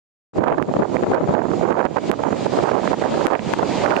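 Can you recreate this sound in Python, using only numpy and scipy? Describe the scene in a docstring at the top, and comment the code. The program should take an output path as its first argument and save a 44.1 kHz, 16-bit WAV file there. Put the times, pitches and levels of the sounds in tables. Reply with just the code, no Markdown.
"""A covered platform: an electric locomotive rushes closer, its wheels roaring, the rails hissing
and singing ever louder. Gusts buffet the two microphone ports, mostly the right one; small
vortices chirp in them and a few hard slaps of air overload them. The recorder's gain control
ducks the train under the gusts and lets it swell back in the lulls."""
import sys
import numpy as np
from scipy import signal
from scipy.io import wavfile
from scipy.ndimage import uniform_filter1d

SR = 44100
rng = np.random.default_rng(int(sys.argv[2]) if len(sys.argv) > 2 else 0)


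def digitize_waveform(pressure):
    """Quantize a signal to 16-bit integers and store it at the path in sys.argv[1].

    Rows of a 2-D input are taken as channels; values are limited to [-1, 1].
    """
    field = np.atleast_2d(pressure).T
    bounded = np.clip(field, -1, 1)
    quanta = np.round(bounded * 32767).astype(np.int16)
    wavfile.write(sys.argv[1], SR, quanta)


N = 176400
TIME = np.arange(N) / SR


def from_db(db):
    """Decibels to gain."""
    return 10 ** (np.asarray(db) / 20)


def to_db(x):
    """Gain to decibels."""
    return 20 * np.log10(np.abs(x) + 1e-9)


def unit_rms(x):
    """Scale to an rms of 1."""
    return x / np.sqrt(np.mean(x ** 2) + 1e-20)


def at_hz(curve, hz):
    """Read a curve on a log-frequency axis."""
    freqs, values = np.transpose(curve)
    return np.interp(np.log(hz), np.log(freqs), values)


def drift(rate_hz):
    """Smooth random modulation with an rms of 1."""
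    r = np.exp(-2 * np.pi * rate_hz / SR)
    return unit_rms(signal.lfilter([1], [1, -2 * r, r * r], rng.standard_normal(N + SR))[SR:])


def noise_bands(spectrum, channels):
    """Third-octave bands (centre_hz, noise) shaped to a spectrum; together they have an rms of 1."""
    edges_hz = 25 * 2 ** (np.arange(29) / 3)
    white = rng.standard_normal((2, channels, N))
    bands = []
    for k, (low, high) in enumerate(zip(edges_hz, edges_hz[1:])):
        if high > spectrum[0][0] and low < spectrum[-1][0]:
            hz = np.sqrt(low * high)
            bandpass = signal.butter(2, [low, high], "band", fs=SR, output="sos")
            bands.append((hz, from_db(at_hz(spectrum, hz)) * signal.sosfilt(bandpass, white[k % 2])))
    total = np.sqrt(sum(np.mean(noise ** 2) for _, noise in bands))
    return [(hz, noise / total) for hz, noise in bands]


def widen(pair, hz):
    """Two unrelated noises become mid and side: centred in the bass, diffuse in the treble."""
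    # likeness of the train in left and right: freq_hz, correlation
    likeness = [(100, 0.94), (900, 0.49), (2000, 0.89), (4000, 0.28), (7500, 0.033)]
    alike = np.clip(at_hz(likeness, hz), -1, 1)
    mid, side = np.sqrt(1 + alike) * pair[0], np.sqrt(1 - alike) * pair[1]
    return np.array([mid + side, mid - side]) / np.sqrt(2)


def rushing(spectrum):
    """Stereo noise of wheels on rails, each band flickering by about 1 dB."""
    return sum(widen(noise, hz) * from_db(drift(rate_hz=17))
               for hz, noise in noise_bands(spectrum, channels=2))


def wheel_roar(nearness):
    """Rolling wheels roar in the low mids, growing a little slower than the inverse distance law."""
    # tone of the roar: freq_hz, relative_db (per Hz)
    spectrum = [(60, 11.5), (160, 23.5), (300, 20.5), (530, 31), (680, 13), (840, 30.5), (1100, 1),
                (1600, -17), (3000, -63.5)]
    return from_db(-33.5) * nearness ** 0.84 * rushing(spectrum)


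def rail_hiss(nearness):
    """The rails hiss ahead of the train, swelling and sinking as it nears."""
    # tone of the hiss: freq_hz, relative_db (per Hz)
    spectrum = [(700, 19), (1300, 8), (2200, 9), (3000, 6.5), (4400, 5), (6000, -2.5), (7500, -3),
                (8700, -21), (10000, -32), (12000, -20.5)]
    # level ride on the hiss: time_s, gain_db
    swell = [(.9, 0.5), (1.7, -1.5), (2.1, 3), (2.3, -3), (2.44, 3.5), (2.6, 3), (3.2, -.5), (3.85, 0)]
    level_db = -33 + np.interp(TIME, *np.transpose(swell))
    return from_db(level_db) * nearness ** 0.7 * rushing(spectrum)


def rail_singing(nearness):
    """The wheels keep narrow resonances of the rails ringing."""
    # rail resonances: pitch_hz, width_hz, level_db (at nearness 1)
    modes = [(4300, 18, -64), (4360, 22, -62.5), (5480, 33, -64.5), (6620, 44, -62), (6360, 130, -64),
             (6720, 130, -51.5), (7230, 52, -59.5), (7270, 56, -59.5)]
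    singing = 0
    for hz, width_hz, db in modes:
        r = np.exp(-np.pi * width_hz / SR)
        poles = [1, -2 * r * np.cos(2 * np.pi * hz / SR), r * r]
        ring = signal.lfilter([1, 0, -1], poles, rng.standard_normal((2, N)))
        singing += from_db(db) * widen(unit_rms(ring), hz)
    return nearness ** 0.27 * singing


def locomotive():
    """Roar, hiss and singing grow as the distance shrinks; the platform roof adds one echo."""
    arrival_s = 4.43   # when it would reach the microphone
    echo_s, echo_db, pan_db = 0.015, -12, 0.5
    nearness = 1 / np.maximum(arrival_s - TIME, .1)
    train = wheel_roar(nearness) + rail_hiss(nearness) + rail_singing(nearness)
    train = signal.sosfilt(signal.butter(5, 9900, "low", fs=SR, output="sos"), train)
    echo = np.array([np.interp(TIME - echo_s, TIME, side) for side in train])
    return (train + from_db(echo_db) * echo) * from_db([[-pan_db], [pan_db]])


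def buffeting(gusts, breeze_db):
    """Turbulence on one port: bell-shaped gusts over a dull breeze, all full of eddies."""
    # tone of a typical gust: freq_hz, relative_db (per Hz)
    spectrum = [(40, -33), (65, -19.5), (110, -5), (190, 4), (330, 6.5), (550, 5.5), (900, -1.5),
                (1400, -14), (2200, -36.5), (3500, -48)]
    # passband of the buffeting: low_hz, high_hz
    passband = [68.6, 3030]
    breeze_tilt, pivot_hz = -7, 430   # tilts are in dB per octave about the pivot
    eddy_db, flutter_db, trim_db = 2.5, 5.5, -1
    power = from_db(breeze_db) ** 2
    weighted_tilt = power * breeze_tilt
    for centre_s, length_s, db, gust_tilt in gusts:
        gust_power = (from_db(db) * np.exp(-(2 * (TIME - centre_s) / length_s) ** 2)) ** 2
        power += gust_power
        weighted_tilt += gust_power * gust_tilt
    lumps_db = eddy_db * np.minimum(drift(rate_hz=67), 1.5) + flutter_db * drift(rate_hz=160)
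    tilt = np.clip(weighted_tilt / power + 0.2 * lumps_db, -6, 7)   # stronger eddies are brighter
    air = sum(noise[0] * from_db(tilt * np.log2(max(hz / pivot_hz, .5)))
              for hz, noise in noise_bands(spectrum, channels=1))
    air *= from_db(lumps_db)
    envelope = uniform_filter1d(np.abs(signal.hilbert(air)), size=90)
    air /= np.sqrt(1 + (envelope / 2.73) ** 2)   # the strongest turbulence levels off
    air *= from_db(trim_db) * np.sqrt(power)
    return signal.sosfilt(signal.butter(3, passband, "band", fs=SR, output="sos"), air)


def wind():
    """Each port catches its own gusts; the right one takes most of them."""
    # gusts on each port: centre_s, length_s, level_db, tilt_db_per_octave
    left_gusts = [(.423, 0.39, -14.5, -8), (.535, .07, -6.5, -7), (.691, 0.026, -3.5, -5),
                  (.757, 0.029, -10, -9.5), (.804, .035, -5.5, -6.5), (1.039, 0.02, -7, 1),
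                  (1.068, 0.013, -6, 2), (1.113, 0.076, -10, -3), (1.18, 0.013, -2, 1),
                  (1.21, 0.018, -6.5, -1), (1.3, 0.051, -9.5, -2), (1.752, 0.19, -20, -5.5),
                  (2.1, 0.022, -21, -15.5), (2.596, 0.034, -11, 0), (2.72, 0.0033, -8, -2),
                  (3.13, 0.16, -21.5, -2), (3.281, 0.0088, -2.5, 8.5), (3.539, 0.0045, -1.5, 7.5),
                  (3.631, .009, -8.5, 3), (3.93, .13, -15.5, -2)]
    right_gusts = [(.392, 0.014, 2.5, -12), (.416, .035, -1, -3), (.442, 0.016, 3, 4), (.499, 0.077, 3, 2),
                   (.584, 0.0072, 6, 1.5), (.615, 0.057, 3, -2), (.69, 0.0074, -5, -0.5),
                   (.712, 0.035, -13, -2.5), (.74, 0.0031, -4.5, 2), (.767, 0.0071, -3.5, -2),
                   (.797, 0.0039, -5, 1), (.832, 0.048, -4.5, 3), (.897, .041, -13, -4.5),
                   (.96, 0.032, -7.5, -1.5), (.998, 0.031, -14, 0.5), (1.029, 0.006, -7.5, -3),
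                   (1.157, .065, -4, 5), (1.239, 0.037, -8.5, -4.5), (1.298, 0.035, -11, -6),
                   (1.347, 0.014, 0.5, -1.5), (1.388, 0.11, -5.5, 0.5), (1.463, 0.074, -11, -2),
                   (1.51, 0.056, -8.5, -2.5), (1.645, 0.077, -9.5, 0), (1.71, 0.072, -2.5, 2.5),
                   (1.808, 0.082, -5, 3.5), (1.86, 0.026, 0.5, 2.5), (1.903, 0.032, -5, -6.5),
                   (1.975, 0.031, -6, 5), (2.104, 0.016, -2.5, -7), (2.126, 0.029, -5.5, 4),
                   (2.198, 0.016, -8, 4.5), (2.237, 0.0056, -1, 3.5), (2.27, 0.069, -11, 2.5),
                   (2.325, .035, -14.5, 0), (2.465, 0.013, -9.5, -1.5), (2.546, 0.032, -8, 0.5),
                   (2.585, 0.044, -8, 1), (2.639, 0.017, -3.5, -3.5), (2.666, 0.067, -10, 7.5),
                   (2.722, 0.017, -6.5, 0.5), (2.758, 0.087, -8.5, 3), (2.834, 0.083, -17.5, 3),
                   (2.877, 0.004, -10, 8.5), (2.93, 0.041, -8, 2), (3.023, 0.014, -6.5, 5.5),
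                   (3.06, 0.058, -9.5, 5.5), (3.208, 0.14, -15.5, 5), (3.262, 0.03, -4.5, 0.5),
                   (3.336, 0.076, -2, 6.5), (3.392, 0.013, -9, -5.5), (3.427, 0.0079, -9, -2),
                   (3.594, 0.014, -5, 3.5), (3.628, .06, -6.5, 1.8), (3.772, .02, -11.5, -2),
                   (3.847, 0.0068, -8, 8), (3.864, 0.057, -8, 5), (3.912, 0.06, -5.5, 4),
                   (3.94, 0.018, -5, 8), (3.975, 0.047, -4, 3)]
    return np.array([buffeting(left_gusts, breeze_db=-28), buffeting(right_gusts, breeze_db=-18.5)])


def vortex_chirps():
    """Small vortices whistle across the right port for a few cycles."""
    # bright chirps inside the gusts: centre_s, length_s, pitch_hz, peak_db
    chirps = [(0.585, 0.0034, 1680, -2), (.833, 0.0012, 1570, -3), (0.968, 0.0016, 2030, -6),
              (1.164, 0.0026, 1510, -6), (1.813, 0.0007, 1570, -1), (1.975, 0.0016, 1660, -9.5),
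              (2.94, .002, 1710, -12), (3.039, 0.0021, 1630, -11), (3.266, 0.0015, 2030, -8),
              (3.353, 0.00068, 1890, 6), (3.394, 0.00052, 1900, -2.5), (3.863, 0.00085, 1600, 4),
              (3.907, 0.0006, 1790, -0.5), (3.923, 0.0033, 1410, 2), (3.966, 0.00093, 2470, 1),
              (3.993, 0.0013, 1290, -8)]
    ports = np.zeros((2, N))
    for centre_s, length_s, hz, db in chirps:
        t = TIME - centre_s
        envelope = from_db(db) * np.exp(-(2 * t / length_s) ** 2)
        ports[1] += envelope * np.sin(2 * np.pi * (hz * t + rng.random()))
    return ports


def air_slaps():
    """Single eddies hit a port: a pressure spike, pointed or blunt, between two shallow dips."""
    # slaps of air: centre_s, decay_s, peak_db, bluntness, port (0 left, 1 right)
    slaps = [(.527, .0001, 8, 2, 0), (.626, .00009, 12, 2, 1), (1.727, .0001, 6, 2, 1),
             (1.864, .0001, 7, 2, 1), (2.1153, .00016, 20, 0, 1), (3.2686, .00014, 21, 0, 1),
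             (3.537, .00014, 10, .1, 0), (3.965, .00007, 6, 2, 1)]
    ports = np.zeros((2, N))
    for centre_s, decay_s, db, blunt, port in slaps:
        from_tip = np.minimum(np.hypot((TIME - centre_s) / decay_s, blunt) - blunt, 50)
        ports[port] += from_db(db) * (1 - from_tip) * np.exp(-from_tip)
    return ports


def scene():
    """Wind on both ports, with the train behind it."""
    return wind() + locomotive() + air_slaps() + vortex_chirps()


def reduction_db(over_db, release_db_per_s):
    """Gain reduction with an instant attack and a steady release."""
    ramp_db = release_db_per_s * TIME
    return np.maximum.accumulate(np.maximum(over_db, 0) + ramp_db) - ramp_db


def gain_control(x):
    """The louder port ducks both channels a moment later; the gain then climbs back."""
    threshold_db, sensor_ceiling_db = -14.5, 7
    smoothing_s, lag_s = 0.0029, 0.0012
    r = np.exp(-1 / (smoothing_s * SR))
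    rectified = np.minimum(np.abs(x), from_db(sensor_ceiling_db))
    sensed = signal.lfilter([1 - r], [1, -r], rectified).max(axis=0)
    duck_db = reduction_db(to_db(sensed) - threshold_db, release_db_per_s=92)
    return x * from_db(-np.interp(TIME - lag_s, TIME, duck_db))


def limiter(x):
    """An instant limiter of limited depth flattens the peaks that get through, with a small crackle."""
    threshold_db, depth_db = -6, 8
    over_db = np.minimum(to_db(np.abs(x).max(axis=0)) - threshold_db, depth_db)
    return x * from_db(-reduction_db(over_db, release_db_per_s=2500))


def record(dry):
    """The recorder ducks, limits and clips; it fades in as it is switched on and cuts the top."""
    switch_on_s, fade_s, stopband_hz = 0.332, 0.061, 17200
    clipped = np.clip(limiter(gain_control(dry)), -1, 1)
    fade_in = np.clip((TIME - switch_on_s) / fade_s, 0, 1)
    return signal.sosfilt(signal.cheby2(12, 60, stopband_hz, fs=SR, output="sos"), clipped * fade_in)


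dry = scene()
out = record(dry)
digitize_waveform(out)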